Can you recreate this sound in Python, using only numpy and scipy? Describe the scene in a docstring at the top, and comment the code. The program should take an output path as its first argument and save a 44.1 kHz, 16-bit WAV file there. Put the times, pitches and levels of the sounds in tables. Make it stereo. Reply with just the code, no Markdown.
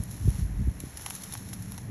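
"""Elephant in the bamboo

A meadow, with a stereo microphone a few metres from an elephant that treads on leafy bamboo and pulls
it apart with its trunk. Leaves rustle as countless tiny ticks, twigs crackle and stalks crack. Early on
a gust buffets the microphone; a low rumble of wind and faint open air lie underneath."""
import sys
import numpy as np
from scipy import signal
from scipy.fft import rfft, irfft
from scipy.io import wavfile

SR = 44100
rng = np.random.default_rng(int(sys.argv[2]) if len(sys.argv) > 2 else 0)


def digitize_waveform(pressure):
    """Quantize a signal to 16-bit integers and store it at the path in sys.argv[1].

    Rows of a 2-D input are taken as channels; values are limited to [-1, 1].
    """
    field = np.atleast_2d(pressure).T
    bounded = np.clip(field, -1, 1)
    quanta = np.round(bounded * 32767).astype(np.int16)
    wavfile.write(sys.argv[1], SR, quanta)


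N = 83790
WIND_WIDTH_DB, BAMBOO_WIDTH_DB = -20, -12  # side level against mid
ATTACK_S = .0003  # rise of every break


def undb(db):
    """Decibels to gain."""
    return 10 ** (np.asarray(db) / 20)


def unit(x):
    """Scale to an rms of one."""
    return x / np.sqrt(np.mean(x ** 2))


def curve(points):
    """Gain over time from (time_s, level_db) points."""
    return undb(np.interp(np.arange(N) / SR, *np.array(points).T))


def response(points):
    """Gain per frequency bin from (frequency_hz, level_db) points."""
    hz, db = np.array(points).T
    return undb(np.interp(np.log(np.arange(N + 1) * SR / (2 * N) + 1), np.log(hz), db))


def filtered(x, gains):
    """Apply one gain per frequency bin."""
    return irfft(rfft(x, 2 * N) * gains)[..., :N]


def colour(x, points):
    """Causal filter of the given colour that keeps the power of white noise."""
    cepstrum = irfft(np.log(unit(response(points))))
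    cepstrum[1:N] *= 2
    cepstrum[N + 1:] = 0
    return filtered(x, np.exp(rfft(cepstrum)))


def stereo(mid, side):
    """Left and right from mid and side."""
    return np.array([mid + side, mid - side])


def noise(width_db):
    """Stereo noise, mostly alike in both channels."""
    return stereo(rng.standard_normal(N), undb(width_db) * rng.standard_normal(N))


def ticks(per_s, spread_db):
    """Dense tiny fractures, most weak and a few strong."""
    impulses = (rng.random(N) < per_s / SR) * rng.choice([-1, 1], N)
    strength_db = spread_db * np.minimum(rng.exponential(size=N), 6)
    return unit(impulses * undb(strength_db))


def burst(start_s, decay_s, scatter_db=-19, scatter_s=.010):
    """Envelope of one break: abrupt attack, quick decay, faint scatter off the ground and the heap."""
    age = np.maximum(np.arange(N) / SR - start_s, 0)
    scatter = undb(scatter_db) * np.exp(-age / scatter_s)
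    return np.minimum(age / ATTACK_S, 1) * (np.exp(-age / decay_s) + scatter)


# Lead of the left channel in the treble: frequency_hz, phase_rad
LEFT_LEAD = [(2400, 0), (4000, .7), (4500, 1.5), (5300, 5.5), (6000, 6.28), (6800, 6.6), (7400, 8),
             (8200, 9), (9200, 9.5), (11200, 11.3), (11900, 12.56)]

def treble_phase_shift(x):
    """The phase of the treble shifts between the two channels."""
    lead = np.interp(np.arange(N + 1) * SR / (2 * N), *np.array(LEFT_LEAD).T)
    return filtered(x, np.exp(1j * stereo(0, lead / 2)))


# Colour of the open air: frequency_hz, level_db
AIR_COLOUR = [(100, 10), (300, 9), (550, 1.5), (900, 0), (1300, -3.5), (1900, 0.5), (3100, -12.5),
              (5000, -26), (10500, -43), (14000, -46)]
# Its diffuse share, unlike in the two channels: frequency_hz, side_db
AIR_WIDTH = [(200, -8), (550, -2.5), (1000, -1.5), (1600, -17), (2500, -38), (4000, -5.5)]

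def meadow_air(level_db=-52, left_hz=715, left_db=8.5):
    """Faint steady air in distant trees, louder on the left around left_hz."""
    side = filtered(rng.standard_normal(N), response(AIR_WIDTH))
    air = colour(stereo(rng.standard_normal(N), side), AIR_COLOUR)
    lean = response([(left_hz / 2, 0), (left_hz, left_db / 2), (left_hz * 2, 0)])
    return undb(level_db) * treble_phase_shift(filtered(air, np.array([lean, 1 / lean])))


# Colour of the wind rumble: frequency_hz, level_db
RUMBLE_COLOUR = [(15, -55), (35, -22), (60, -7), (85, -6.5), (105, 5), (130, 1.5), (157, -7), (190, 2.5),
                 (235, -12.5), (280, -10), (350, -25), (600, -31.5), (2000, -93.5)]
# Its course: time_s, level_db
RUMBLE_LEVEL = [(0, -40.5), (.8, -40.5), (.95, -58), (1.15, -46.5), (1.35, -42.5), (1.48, -40), (1.7, -41),
                (1.9, -39.5)]

def wind_rumble():
    """Low wind noise that dips briefly about a second in."""
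    return curve(RUMBLE_LEVEL) * colour(noise(WIND_WIDTH_DB), RUMBLE_COLOUR)


# Colour of the gust: frequency_hz, level_db
GUST_COLOUR = [(15, -55), (30, -17), (50, 3), (75, 0.5), (120, -4), (180, -8), (260, -24.5), (400, -34.5),
               (700, -54.5), (2000, -81)]
# Its strength at the microphone: time_s, level_db
GUST_LEVEL = [(0, -21), (.05, -51), (.20, -46), (.245, -27.5), (.275, -26), (.335, -39), (.39, -32.5),
              (.435, -27.5), (.47, -31), (.54, -37), (.61, -23.5), (.645, -37), (.69, -24.5), (.72, -45),
              (.75, -49), (.85, -51), (1.0, -46.5), (1.2, -61), (1.9, -46)]

def gust():
    """Turbulence right on the microphone, heard as deep, uneven buffeting."""
    return curve(GUST_LEVEL) * colour(noise(WIND_WIDTH_DB), GUST_COLOUR)


# Colour of leaves and twigs from a few metres: frequency_hz, level_db
LEAF_COLOUR = [(300, -37), (1000, -11), (2000, -16.5), (3200, -13), (4200, -9), (5500, -7.5), (7500, -7),
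               (9000, -16), (10000, 1), (10900, 3.5), (12000, -10.5), (13000, -22), (13800, -32),
               (15500, -45)]
# How hard the foliage is stirred: time_s, level_db
LEAF_STIR = [(0, -48), (.08, -51), (.12, -46.5), (.19, -49), (.29, -46), (.40, -46.5), (.50, -55),
             (.62, -54), (.78, -53.5), (.86, -47.5), (.93, -50.5), (1.02, -45), (1.15, -41.5), (1.20, -45),
             (1.35, -45.5), (1.43, -48.5), (1.56, -49), (1.78, -49.5), (1.9, -55.5)]

def leaf_rustle(per_s=5000, spread_db=2):
    """Stirred leaves give off countless tiny ticks that merge into a rustle."""
    mid = ticks(per_s, spread_db)
    side = undb(BAMBOO_WIDTH_DB) * ticks(per_s, spread_db)
    return colour(curve(LEAF_STIR) * stereo(mid, side), LEAF_COLOUR)


# Leaves and thin twigs tearing: start_s, level_db, decay_s, low_edge_hz
TEARS = [(0.036, -27.5, 0.0012, 6840), (0.11, -38.5, .008, 4000), (0.167, -43.5, 0.004, 3000),
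         (0.29, -41, .003, 2000), (0.303, -37, 0.0027, 2000), (0.393, -45, .003, 1000),
         (0.43, -48, 0.0015, 2000), (0.802, -30, 0.0025, 5500), (0.9714, -32.5, 0.0058, 1000),
         (1.011, -39, 0.0044, 800), (1.021, -33.5, 0.0013, 800), (1.1005, -32, 0.0059, 2000),
         (1.138, -37, .003, 5000), (1.1509, -27.5, 0.002, 1510), (1.161, -38.5, 0.0068, 1000),
         (1.2204, -30.5, 0.0018, 3000), (1.2348, -33, 0.0097, 805), (1.323, -31.5, 0.006, 3000),
         (1.337, -31, 0.0068, 2520), (1.3736, -35, 0.0059, 3000), (1.487, -39.5, 0.0098, 2000),
         (1.5325, -32.5, 0.0056, 800), (1.535, -40, 0.003, 2960), (1.6224, -34.5, 0.0044, 6000),
         (1.713, -38, .002, 8000)]

def twig_crackle():
    """Each tear is a short burst of noise; thinner tears sound higher."""
    fibres = noise(BAMBOO_WIDTH_DB)
    tearing = np.zeros((2, N))
    for start_s, level_db, decay_s, low_edge_hz in TEARS:
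        highpass = signal.butter(2, low_edge_hz, "high", fs=SR, output="sos")
        tearing += signal.sosfilt(highpass, undb(level_db) * burst(start_s, decay_s) * fibres)
    return colour(tearing, LEAF_COLOUR)


# Colour of stems and stalks from a few metres: frequency_hz, level_db
STALK_COLOUR = [(200, -17), (500, -11), (800, 6), (1400, -2), (2000, -0.5), (2700, -2.5), (3800, -8.5),
                (6000, -0.5), (12000, -48)]
# Stems crushed underfoot, then dragged by the trunk: time_s, level_db
CRUSH_LEVEL = [(.22, -73), (.30, -59), (.41, -55), (.47, -86), (.85, -73), (1.0, -55), (1.16, -57),
               (1.36, -56), (1.45, -75)]

def stem_crush():
    """Crushed stems give way in coarser grains than leaves."""
    return colour(curve(CRUSH_LEVEL) * ticks(per_s=900, spread_db=2.5), STALK_COLOUR)


# Single eddies hitting the microphone: time_s, peak_db, pitch_hz
EDDIES = [(0.2536, -22.5, 125), (0.2646, -20.5, 108), (0.2766, -24, 380), (0.2794, -28, 383),
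          (0.2813, -10.5, 121), (0.346, -27, 87), (0.389, -24.5, 189), (0.395, -26.5, 172),
          (0.4191, -21.5, 76), (0.4966, -28, 178), (0.6054, -17.5, 125), (0.6136, -20, 178),
          (.646, -24, 77), (0.674, -22, 256), (0.678, -21, 64), (0.756, -35.5, 149), (0.838, -27, 320),
          (0.838, -34, 122), (0.869, -31, 177)]

def eddy_thumps(low_cut_hz=51.6):
    """Soft pressure pulses ring out through the microphone's low cut, which makes each sink in pitch."""
    low_cut = signal.butter(4, low_cut_hz, "high", fs=SR, output="sos")
    thumps = np.zeros(N)
    for time_s, peak_db, pitch_hz in EDDIES:
        push = np.exp(-((np.arange(N) / SR - time_s) * np.pi * pitch_hz) ** 2)
        soft = signal.sosfilt(signal.butter(2, pitch_hz, fs=SR, output="sos"), np.gradient(push))
        thump = signal.sosfilt(low_cut, soft)
        thumps += undb(peak_db) * thump / np.max(np.abs(thump))
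    return thumps


# Colour of the splintering: frequency_hz, level_db
SPLINTER_COLOUR = [(300, -30), (1000, -15), (2700, -3), (4000, -1.5), (6000, -8), (8000, 5.5), (10000, 1.5),
                   (11000, 16.5), (12000, -6), (13300, -32), (15500, -20)]
# Stalks breaking: start_s, snap_db, knock_db, ring_hz, splinter_db
STALK_BREAKS = [(0.8048, -42, -58, 2500, -30), (1.0618, -19.5, -38.5, 2900, -19.5),
                (1.0637, -24.5, -36.5, 830, -34), (1.1065, -16.5, -39, 2950, -27.5),
                (1.3361, -30, -42, 1100, -52), (1.3525, -20, -41.5, 1140, -52),
                (1.5305, -30.5, -37, 1210, -29.5), (1.72, -48, -41.5, 1000, -31),
                (1.744, -40, -47, 1700, -43), (1.7787, -27, -42.5, 760, -30.5),
                (1.783, -31, -42, 2500, -41.5)]

def stalk_cracks(knock_s=.002, splinter_s=.001, ring_db=1, ring_q=1.8):
    """A stalk breaks with a sharp snap, a woody knock and splinters; once split, it rings only briefly."""
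    wood, fibres = noise(BAMBOO_WIDTH_DB), noise(BAMBOO_WIDTH_DB)
    stalks, splinters = np.zeros((2, N)), np.zeros((2, N))
    for start_s, snap_db, knock_db, ring_hz, splinter_db in STALK_BREAKS:
        snap = undb(snap_db) * np.sinc(np.arange(N) - np.round((start_s + ATTACK_S) * SR))
        ring = undb(ring_db) * signal.lfilter(*signal.iirpeak(ring_hz, ring_q, fs=SR), snap)
        knock = undb(knock_db) * burst(start_s, knock_s) * wood
        stalks += snap + ring + knock
        splinters += undb(splinter_db) * burst(start_s, splinter_s) * fibres
    return colour(stalks, STALK_COLOUR) + colour(splinters, SPLINTER_COLOUR)


def scene():
    """Bamboo a few metres ahead, wind on the microphone, the meadow all around."""
    bamboo = leaf_rustle() + twig_crackle() + stem_crush() + stalk_cracks()
    wind = gust() + wind_rumble() + eddy_thumps()
    return treble_phase_shift(bamboo) + wind + meadow_air()


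def record(dry):
    """The recorder cuts the highest treble."""
    top_hz = 15750
    return signal.sosfilt(signal.ellip(8, .2, 70, top_hz, fs=SR, output="sos"), dry)


dry = scene()
out = record(dry)
digitize_waveform(out)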